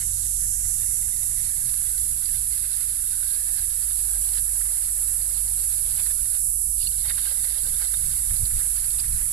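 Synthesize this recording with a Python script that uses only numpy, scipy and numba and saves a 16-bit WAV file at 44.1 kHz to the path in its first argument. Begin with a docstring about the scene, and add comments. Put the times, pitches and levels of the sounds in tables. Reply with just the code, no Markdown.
"""Liquid pours from a small plastic bucket through a funnel into a plastic bottle, stops briefly and
starts again. Droplet impacts and ringing bubbles force the resonances of the funnel and of the air in
the bottle; gulps of air ring hollow, and single drops tick and plink on the thin wall. Outdoors around
it, the tymbal clicks of a cicada chorus merge into a loud hiss on the right, a distant engine drones at
its firing harmonics, and light wind buffets the phone's two microphone ports."""
import sys
import numpy as np
from scipy import signal
from scipy.fft import rfft, irfft
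from scipy.io import wavfile
from scipy.ndimage import uniform_filter1d
from numba import njit

SR = 44100
rng = np.random.default_rng(int(sys.argv[2]) if len(sys.argv) > 2 else 0)


def wav_out(sig):
    """Save sig, one row per channel (or a flat mono array), as 16-bit PCM at SR to the path in sys.argv[1]."""
    wavfile.write(sys.argv[1], SR, np.round(np.clip(np.atleast_2d(sig).T, -1, 1) * 32767).astype(np.int16))


N = 411012
TIME, FREQ = np.arange(N) / SR, np.fft.rfftfreq(N, 1 / SR)
PORT_LAG_S = .00059  # sound from the bottle reaches the left port this much later
WAVER_HZ, WAVER_PER_S = 12, 28  # the air resonances waver with the stream
ATTACK_S = .0018  # build-up of a drip or a hollow ring

# Levels in the tables are relative: the functions apply further gains.
# spectrum of the outdoor background: f/Hz, level/dB
AMBIENT_SPECTRUM = [(100, 8), (280, 2), (450, -2), (1000, -4), (2500, -2), (4000, -5), (15000, -10)]
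# spectrum of turbulence at the ports: f/Hz, level/dB
WIND_SPECTRUM = [(5, -3), (14, 5), (28, 5), (60, -0.5), (100, -5.5), (150, -11.5), (220, -24.5), (300, -36),
                 (450, -51), (1000, -69)]
# strength of the breeze: t/s, level/dB
BREEZE_LEVEL = [(0, -41.5), (1, -43.5), (2.3, -45), (3.2, -49), (5.6, -49), (6.3, -45), (6.7, -42.5),
                (7.4, -45.5), (9.32, -42)]
# gusts that buffet the phone: t/s, level/dB, half-length/s
WIND_GUSTS = [(2.113, -39.5, 0.025), (5.95, -39.5, 0.1), (8.096, -37, 0.094), (8.317, -31, 0.041),
              (8.424, -25.5, 0.03), (8.553, -28, 0.03), (9.148, -31.5, 0.095)]
# engine, louder as it labours and slows: t/s, firing rate/Hz, fundamental/dB, overtones/dB
ENGINE_RUN = [(0, 46.06, -36, -45), (.7, 46.54, -40.5, -48), (1, 49, -43.5, -48),
              (1.5, 49.54, -45.5, -52.5), (2.1, 53, -44.5, -52.5), (3.7, 52.6, -46, -58),
              (4.2, 47.9, -36.5, -53), (4.8, 47.9, -41.5, -56.5), (5.3, 47.74, -38.5, -51.5),
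              (5.7, 47.96, -40.5, -54.5), (6.4, 48.96, -42.5, -56.5), (6.95, 50.75, -40, -53),
              (7.4, 52.27, -45, -57.5), (7.8, 50.6, -41, -54), (8.9, 49.3, -39, -58),
              (9.32, 43.17, -40.5, -58)]
# engine overtones: multiple of the firing rate, level/dB
ENGINE_HARMONICS = [(2, 0.5), (3, -11.5), (4, -19), (5, -33)]
# spectrum of the cicada chorus: f/Hz, left level/dB, right level/dB
CHORUS_SPECTRUM = [(3040, -49, -45), (5070, -39, -24.5), (6040, -34.5, -22.5), (6730, -25.5, -19.5),
                   (7140, -17.5, -12), (7840, -8, -6.5), (8200, -8.5, -9), (9340, -12, -0.5),
                   (10760, -21.5, 2), (11460, -23.5, -1), (11870, -22, -8), (12820, -36, -14.5),
                   (13800, -36, -21.5), (15400, -38, -29)]
# the chorus swells a little as more singers join: t/s, level/dB
CHORUS_SWELL = [(0, -25), (2.1, -23.5), (3.2, -24), (3.6, -23.5), (7.5, -23), (9.32, -23.5)]
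# one lower-pitched cicada winds down: t/s, level/dB
SOLO_LEVEL = [(0, -29), (.7, -28.5), (1.2, -31.5), (1.6, -35.5), (2.2, -38.5), (2.8, -56)]
# spectrum of that cicada: f/Hz, level/dB
SOLO_SPECTRUM = [(4500, -61), (5300, -4.5), (6000, 0), (6700, 4), (7500, 11), (8100, 9.5), (9000, 8),
                 (10500, -8)]
# dry impacts on the funnel's wall: t/s, knock peak/dB, snap peak/dB
WALL_TICKS = [(1.167, -46, -34), (1.739, -35, -32), (1.978, -43, -31), (3.304, -45, -32), (4.289, -39, -32),
              (4.334, -39, -30), (4.373, -31, -37), (4.382, -35, -25.5), (4.393, -46, -33),
              (5.216, -42, -32), (5.481, -40, -31), (5.998, -32, -35), (6.064, -32, -34)]
# single drops on wet plastic: t/s, level/dB, f/Hz, t60/s, slide/(Hz per ms), crackle re tone/dB
SINGLE_DROPS = [(2.256, -24, 4720, .02, 10, 9), (6.807, -31, 2750, 0.026, 25, 5),
                (6.816, -29, 4800, .022, -20, 2), (6.826, -26, 2900, 0.014, 0, 15),
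                (6.829, -23, 5100, .017, 20, -2), (6.839, -31, 4420, 0.04, 20, 3),
                (6.86, -29, 4050, .03, 0, 8), (6.869, -16.5, 4220, 0.034, 29, -1),
                (6.87, -27, 2790, 0.028, 5, -2), (6.914, -36, 3030, .035, 8, -2),
                (6.988, -32, 4200, .03, 0, 4), (7.003, -34, 4130, .06, 5, -4),
                (7.082, -19, 4380, .022, 15, 0), (7.108, -28, 3650, .03, 3, -6),
                (7.745, -32, 3570, 0.043, 0, -9), (7.941, -28, 3690, 0.049, 1, -6),
                (8.358, -36, 4550, 0.075, -4, 10), (8.383, -37, 4420, .06, 4, 8),
                (8.451, -32, 4700, .035, 10, 9), (8.454, -34, 3970, .05, 9, 8),
                (8.708, -40, 3940, 0.028, 10, 6), (8.794, -36, 4450, .06, 10, 8),
                (8.843, -27, 4480, 0.029, 10, 5), (8.903, -34, 4450, .05, 10, 10),
                (8.994, -28, 4520, .028, 10, 7), (8.999, -16.5, 4800, 0.018, 10, 9),
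                (9.079, -35, 4540, .03, 10, 11), (9.126, -30, 4380, .025, -15, 8)]
# gulps of air in the spout: t/s, level/dB, f/Hz, half-length/s, hollow ring re gulp/dB
GULPS = [(0.021, -44.5, 1860, 0.018, -10), (0.435, -52, 1820, .027, -14), (1.085, -48, 1600, .005, -4),
         (1.815, -49, 1550, .005, -7), (3.229, -45.5, 1650, .006, -6), (4.613, -43.5, 1800, 0.0061, -11),
         (7.054, -47, 1950, .007, -2), (7.108, -36, 1830, 0.011, -4), (7.183, -43, 1600, .007, -6),
         (7.31, -51, 1700, .006, 4), (7.445, -50, 1900, .006, 0), (7.8, -45, 2100, 0.0043, 1),
         (7.822, -42, 1500, 0.008, 0), (7.941, -39.5, 1520, .007, -1), (8.309, -44.5, 1590, .007, -4),
         (8.511, -44, 1900, 0.0085, -7), (8.612, -43.5, 1720, .009, -8), (9.044, -46.5, 1680, 0.009, -8),
         (9.211, -49, 1700, .0097, -10)]
# modes that ring after a gulp: f/Hz, level/dB, t60/s
HOLLOW_MODES = [(540, -1.5, 0.045), (830, 0, .035), (1540, 0, 0.033), (1870, -7, .03), (1980, -4, .03),
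                (2170, -2, .035), (3710, -6, .035)]
# the stream swells, breaks off as the bucket lifts, returns harder: t/s, splash/dB, fizz re splash/dB
STREAM_FLOW = [(0, -58, 3.5), (.3, -59, 7), (.55, -59, -1), (.9, -56.5, 0), (1.3, -57, 1), (2, -56, 2),
               (2.55, -55.5, 3.5), (2.78, -54, 2), (3.1, -54, 1), (3.85, -53.5, 2), (4.1, -55.5, 2.5),
               (4.65, -55, 0), (4.85, -57, 2), (5.15, -56.5, -0.5), (5.3, -56.5, 3.5), (6.05, -55, 2),
               (6.17, -58.5, 3.5), (6.38, -57, 4.5), (6.44, -76, 0), (6.75, -74, 3), (6.81, -69, 7),
               (7.02, -58.5, 8), (7.06, -52.5, 2), (7.35, -51, 1), (7.62, -55, 3), (7.8, -53.5, 4.5),
               (8.2, -54, 1), (9.32, -54, -1)]
# gushes slap into the funnel: t/s, level/dB, half-length/s, fizz re splash/dB, bottle air re splash/dB
STREAM_GUSHES = [(1.229, -52.5, .02, -1, -8), (1.75, -53, .011, 5, -24), (2.353, -49.5, .016, 1, -18),
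                 (2.732, -53, 0.04, 7, -18), (3.288, -54.5, .02, 8, -10), (4.28, -53, 0.021, 3, -9),
                 (4.661, -49, .012, -3, -19), (5.316, -54.5, 0.019, 3, -5), (5.91, -54.5, 0.027, 6.5, -14),
                 (5.998, -43.5, 0.02, -3, -13), (6.075, -48, .0098, 0, -23), (6.106, -46, .012, -5, -31),
                 (6.353, -50.5, .022, 3, -12), (6.826, -60.5, 0.052, 13, -23), (7.061, -47, 0.026, -1, -8),
                 (7.098, -41, 0.014, -3.5, -21), (7.186, -43, .018, -1, -26), (7.263, -47, .017, -4, -19),
                 (7.315, -46.5, 0.022, 1, -8), (7.447, -48, 0.013, 2, -11), (7.501, -48.5, .018, 3.5, -11),
                 (7.584, -56.5, 0.018, 10, -2.5), (7.666, -51, .015, -1, -6), (7.816, -45, 0.011, -1, -9),
                 (7.94, -48.5, .007, 0, -4), (8.99, -54, .012, 6, -9)]
# splash power that plunges into the spout: t/s, share (0-1)
PLUNGE_SHARE = [(0, 0.63), (3.5, 0.7), (5, 0.17), (6.4, 0.55), (7.05, 0.9), (8, 0.75), (8.4, 0.35),
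                (9.32, 0.06)]
# how far liquid floods the spout: t/s, share (0-1)
FLOODED_SHARE = [(0, 0), (5.6, 0), (7.05, 1), (8.1, 1), (8.5, 0.41), (9.32, 0.21)]
# low resonances of the wet funnel: f/Hz, width/Hz, level/dB
FUNNEL_LOW_MODES = [(1130, 330, 3.5), (1370, 920, 3.5), (1874, 500, 6.5), (2170, 400, 5.5),
                    (2486, 320, 5.5), (2910, 200, -1), (3270, 140, 1.5)]
# high resonances of the wet funnel: f/Hz, width/Hz, level/dB
FUNNEL_HIGH_MODES = [(3640, 1100, 4), (4450, 1490, 18), (4800, 740, -9)]
# two air resonances of bottle and funnel: t/s, lower f/Hz, lower re upper/dB, both re splash/dB
BOTTLE_AIR = [(0, 610, 1, -23), (1.3, 600, -7, -14), (3, 619, -18, -19), (4.3, 603, -11.5, -9.5),
              (5.5, 580, 0, -9), (6.3, 608, 0.5, -20), (7.1, 550, -5, -18), (7.7, 537, 0, -11),
              (9.3, 536.8, -9.5, -18.5)]
# air-column overtones: open f/Hz, flooded f/Hz, width/Hz, open level/dB, flooded level/dB
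COLUMN_MODES = [(1120, 1178, 130, -13, -2), (1550, 1558, 160, 0, 0), (1796, 1850, 110, -1.5, -0.5),
                (1987, 2020, 120, 1.5, 1), (2195, 2160, 88, -3, 4), (2680, 2520, 190, -1, -5),
                (2940, 2890, 230, -6, -4), (3240, 3200, 110, -0.5, 0.5), (3676, 3715, 140, 5, 7)]
# Helmholtz resonance, the whole volume of air bouncing in the neck: f/Hz, width/Hz, level/dB
NECK_MODE = [(251, 95, -18)]
# bands that the bucket's wall and the ground scatter to the left port: f/Hz, width/Hz, level/dB
SCATTER_BANDS = [(620, 430, -7), (1100, 940, 2.5), (1614, 280, 7), (1930, 480, 7.5), (2690, 420, 4)]


def undb(db):
    """Amplitude ratio of a level in decibels."""
    return 10 ** (np.asarray(db) / 20)


def rms(x):
    """Root-mean-square amplitude."""
    return np.sqrt(np.mean(x ** 2))


def unit(x):
    """Normalisation to rms 1."""
    return x / rms(x)


def curves(table):
    """Linear interpolation of each column of a timed table, sample by sample."""
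    s, *columns = np.transpose(table)
    return [np.interp(TIME, s, c) for c in columns]


def walk(rate):
    """Smooth random wavering with a spread of about 1.4, drawn `rate` times a second."""
    k = int(SR / rate)
    steps = np.repeat(rng.standard_normal(N // k + 1), k)
    return 1.85 * uniform_filter1d(uniform_filter1d(steps, k), k)[:N]


def swell(t, length):
    """Gaussian envelope around t = 0, down to 1/e at `length` on either side."""
    return np.exp(-np.minimum((t / length) ** 2, 50))


def noise(spectrum):
    """Spectral shaping of white noise through points of f/Hz, level/dB."""
    hz, db = np.transpose(spectrum)
    gain = undb(np.interp(np.log(FREQ + 1e-3), np.log(hz), db, left=-120, right=-120))
    return irfft(rfft(rng.standard_normal(N)) * gain, N)


def ring(x, modes):
    """Causal response of a resonant body, at rms 1: minimum phase makes it ring only after an impact."""
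    power = sum(undb(2 * db) / (1 + 2 * ((FREQ - hz) / width) ** 2) ** 3 for hz, width, db in modes)
    cepstrum = irfft(np.log(power + 1e-7) / 2, N)
    cepstrum[1:N // 2] *= 2
    cepstrum[N // 2 + 1:] = 0
    return unit(irfft(rfft(x) * np.exp(rfft(cepstrum)), N))


@njit
def resonator(x, hz, width_hz):
    """Damped second-order resonance with a moving centre (state-variable band-pass)."""
    y, band_state, low_state = np.empty(len(x)), 0., 0.
    for i in range(len(x)):
        g, damping = np.tan(np.pi * hz[i] / SR), width_hz / hz[i]
        band = (band_state + g * (x[i] - low_state)) / (1 + g * (g + damping))
        band_state, low_state = 2 * band - band_state, low_state + 2 * g * band
        y[i] = damping * band
    return y


def steep_resonator(x, hz, width_hz):
    """Two equal resonators in cascade give steeper skirts."""
    return resonator(resonator(x, hz, float(width_hz)), hz, float(width_hz))


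def place(x, left_db, lag_s=PORT_LAG_S):
    """Shadowing and path difference: the left port hears the sound weaker and later."""
    return np.array([undb(left_db) * np.interp(TIME - lag_s, TIME, x), x])


def wind(spectrum, eddies_db):
    """Turbulent pressure: a rumble common to both ports, plus eddies in antiphase between them."""
    common, eddies = unit(noise(spectrum)), undb(eddies_db) * unit(noise(spectrum))
    return common + np.array([eddies, -eddies])


def outdoors():
    """Turbulence of breeze and gusts rumbles on the ports, over a faint diffuse sound field."""
    breeze = wind(WIND_SPECTRUM, eddies_db=-35) * undb(curves(BREEZE_LEVEL)[0] + 2 * walk(14))
    gusting = sum(undb(db) * swell(TIME - s, length) for s, db, length in WIND_GUSTS)
    gusts = wind([(.98 * hz, db) for hz, db in WIND_SPECTRUM], eddies_db=-9.5) * gusting
    ambient = unit(np.array([noise(AMBIENT_SPECTRUM), noise(AMBIENT_SPECTRUM)]))
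    return breeze + gusts + undb(-60) * ambient


def engine():
    """Periodic firing makes a harmonic series; only its lowest members carry this far, beside a hum."""
    firing_hz, fundamental_db, overtone_db = curves(ENGINE_RUN)
    phase = 2 * np.pi * np.cumsum(firing_hz * (1 + .004 * walk(15))) / SR
    fundamental = unit(np.sin(phase)) * undb(fundamental_db + .8 * walk(9.5))
    overtones = sum(undb(db + 1.6 * walk(8)) * np.sin(multiple * phase + rng.uniform(0, 2 * np.pi))
                    for multiple, db in ENGINE_HARMONICS)
    hum = undb(-53.5) * unit(np.sin(2 * np.pi * 60.8 * TIME))
    return fundamental + unit(overtones) * undb(overtone_db) + hum


def cicadas():
    """Countless tymbal clicks, scattered by trees, add incoherently to a hiss; one lower singer fades."""
    spectrum = np.array(CHORUS_SPECTRUM)
    chorus = unit(np.array([noise(spectrum[:, [0, 1]]), noise(spectrum[:, [0, 2]])]))
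    level_db = curves(CHORUS_SWELL)[0] + .14 * walk(4)
    side_db = np.array([.5 * walk(10), .29 * walk(14)])  # each side swells a little on its own
    solo_db = curves(SOLO_LEVEL)[0] + .8 * walk(14)
    solo = unit(noise(SOLO_SPECTRUM)) * undb(solo_db)
    return chorus * undb(level_db + side_db) + place(solo, left_db=-25, lag_s=0)


def ticks():
    """Impact excitation: the funnel's heavily damped wall knocks and snaps for a few milliseconds."""
    out, t = np.zeros(N), TIME[:SR // 30]
    decay_s = .004
    for s, knock_db, snap_db in WALL_TICKS:
        start = int(s * SR)
        for db, hz, width_hz in (knock_db, 1660, 2100), (snap_db, 4320, 1100):
            burst = rng.standard_normal(len(t)) * np.exp(-t / decay_s)
            click = steep_resonator(burst, np.full(len(t), float(hz)), width_hz)
            out[start:start + len(t)] += undb(db) * click / np.abs(click).max()
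    return undb(.5) * place(out, left_db=-19)


def drips():
    """Damped oscillation: a drop crackles on wet plastic and traps a bubble whose pitch slides."""
    out, t = np.zeros(N + SR), TIME[:SR // 12]
    for s, db, hz, t60, slide, crackle_db in SINGLE_DROPS:
        tone = np.sin(2 * np.pi * np.cumsum(hz + slide * t * 1000) / SR)
        crackle = resonator(rng.standard_normal(len(t)), np.full(len(t), float(hz)), width_hz=1100.)
        envelope = (1 - np.exp(-t / ATTACK_S)) * undb(-60 * t / t60)
        start = int(s * SR)
        out[start:start + len(t)] += undb(db) * (tone + undb(crackle_db) * crackle) * envelope
    # so small a patch of wall radiates only a band of treble
    treble = signal.butter(4, [2500, 5400], "bandpass", fs=SR, output="sos")
    return undb(.5) * place(signal.sosfilt(treble, out[:N]), left_db=-22)


def gulps():
    """Cavity resonance: froth excites an air pocket of rising pitch, then the bottle rings freely."""
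    out, t = np.zeros(N), TIME[:SR // 10] - TIME[SR // 20]
    after, rise_per_s = np.maximum(t, 0), 3
    for s, db, hz, length, ring_db in GULPS:
        envelope = swell(t, length)
        froth = rng.standard_normal(len(t)) * envelope
        pocket = steep_resonator(froth, hz * np.exp(rise_per_s * t), width_hz=900)
        hollow = np.zeros(len(t))
        for mode_hz, mode_db, t60 in HOLLOW_MODES:
            detuned_hz = mode_hz * (1 + .014 * rng.standard_normal())  # no two air pockets are alike
            hollow += undb(mode_db - 60 * after / t60) * np.sin(2 * np.pi * detuned_hz * after)
        hollow *= 1 - np.exp(-after / ATTACK_S)
        gulp = unit(pocket) * rms(envelope) + undb(ring_db) * hollow
        out += np.interp(TIME - s, t, undb(db) * gulp, left=0, right=0)
    return place(out, left_db=-7)


def droplets(per_s, spread_db):
    """A Poisson process of impacts: many small, a few large."""
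    hit = rng.random(N) < per_s / SR
    size = undb(spread_db * np.minimum(rng.exponential(size=N), 4))
    return unit(hit * size * rng.choice([-1, 1], N))


def bubbles(count, low_hz, high_hz, cycles, glide, spread_db):
    """Volume pulsation of small air pockets: each rises in pitch and decays by 60 dB over `cycles`."""
    out = np.zeros(N + SR)
    for when, pitch, size in rng.random((count, 3)):
        hz = low_hz * (high_hz / low_hz) ** pitch
        life_s = cycles / hz
        start, t = int(when * N), TIME[:int(life_s * SR)]
        envelope = undb(spread_db * size ** 2 - 60 * t / life_s)
        out[start:start + len(t)] += envelope * np.sin(2 * np.pi * hz * t * (1 + glide * t / life_s))
    return unit(out[:N])


def spatter():
    """Broadband excitation: droplet impacts superposed on small ringing bubbles."""
    drops = droplets(per_s=2800, spread_db=1.5)
    froth = bubbles(count=3000, low_hz=1300, high_hz=5120, cycles=90, glide=.07, spread_db=11)
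    return unit(drops + undb(-9) * froth)


def stream():
    """Amplitude envelopes of splash, fizz and bottle air: they follow the flow and swell at each gush."""
    steady_db, fizz_re_splash_db = curves(STREAM_FLOW)
    surge_db, surge_per_s = .6, 28  # the stream runs a little unevenly
    splash_db = steady_db + surge_db * walk(surge_per_s)
    fizz_db = splash_db + fizz_re_splash_db + surge_db * walk(surge_per_s)
    air_db = splash_db + curves(BOTTLE_AIR)[2] + 2.1 * walk(WAVER_PER_S)  # the air answers in gulps
    envelopes = undb([splash_db, fizz_db, air_db])
    for s, db, length, gush_fizz_db, gush_air_db in STREAM_GUSHES:
        near = slice(max(int((s - 3 * length) * SR), 0), int((s + 3 * length) * SR))
        gush = undb(db + np.array([[0], [gush_fizz_db], [gush_air_db]])) * swell(TIME[near] - s, length)
        envelopes[:, near] = np.maximum(envelopes[:, near], gush)
    return envelopes


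def bottle_air(x, upper_hz=854):
    """Two resonances of the enclosed air, which waver as liquid narrows the neck."""
    lower_hz, lower_db, _ = curves(BOTTLE_AIR)
    centres = [hz + WAVER_HZ * walk(WAVER_PER_S) for hz in (lower_hz, upper_hz)]
    lower, upper = (steep_resonator(x, hz, width_hz=120) for hz in centres)
    return unit(undb(lower_db) * lower + upper)


def air_column(x):
    """Standing waves wander with the stream in the open spout and lock into a chord once it floods."""
    flooded, out = curves(FLOODED_SHARE)[0], 0
    wander_per_s = 3
    for open_hz, flooded_hz, width_hz, open_db, flooded_db in COLUMN_MODES:
        wandering_hz = open_hz * (1 + .022 * walk(wander_per_s))
        hz = (1 - flooded) * wandering_hz + flooded * flooded_hz + WAVER_HZ * walk(WAVER_PER_S)
        wandering_db = open_db + 2.2 * walk(wander_per_s)
        db = (1 - flooded) * wandering_db + flooded * flooded_db + 1.8 * walk(WAVER_PER_S)
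        out = out + steep_resonator(x * undb(db), hz, width_hz)
    return unit(out)


def pour():
    """Forced vibration: the stream breaks up on the funnel, plunges down the spout and drives the air."""
    splash, fizz, hollow = stream()
    plunge = curves(PLUNGE_SHARE)[0]
    on_wall, in_spout = splash * np.sqrt(1 - plunge), splash * np.sqrt(plunge)
    wobble = undb(1.04 * walk(45))  # the stream wobbles, so impacts come in bunches
    wall_hits, spout_hits, scattered_hits = (spatter() * wobble for _ in range(3))
    funnel = ring(wall_hits * on_wall, FUNNEL_LOW_MODES) * rms(on_wall)
    spray = ring(wall_hits * fizz, FUNNEL_HIGH_MODES) * rms(fizz)
    column = place(air_column(spout_hits * in_spout) * rms(in_spout), left_db=-7.5)
    # the column's higher overtones hardly reach the left port
    column[0] = signal.sosfiltfilt(signal.butter(2, 2270, fs=SR, output="sos"), column[0])
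    air = bottle_air(spout_hits * hollow) * rms(hollow)
    # the slow bounce in the neck follows the steady flow and hardly feels the gushes
    steady = np.median(splash)
    neck = ring(spout_hits * np.minimum(splash, steady), NECK_MODE) * steady
    out = undb(3.5) * place(funnel, left_db=-15.5, lag_s=.00006) + undb(6.5) * place(spray, left_db=-22)
    out += undb(7.5) * place(air, left_db=-10) + undb(4) * column + undb(-13.5) * neck
    out[0] += undb(-2) * ring(scattered_hits * splash, SCATTER_BANDS) * rms(splash)
    return out


def scene():
    """Superposition of all sources at the two ports."""
    return pour() + gulps() + ticks() + drips() + cicadas() + engine() + outdoors()


def record(dry):
    """Band limiting: the phone cuts off steeply above 15250 Hz."""
    return signal.sosfilt(signal.ellip(12, .1, 80, 15250, fs=SR, output="sos"), dry)


dry = scene()
out = record(dry)
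wav_out(out)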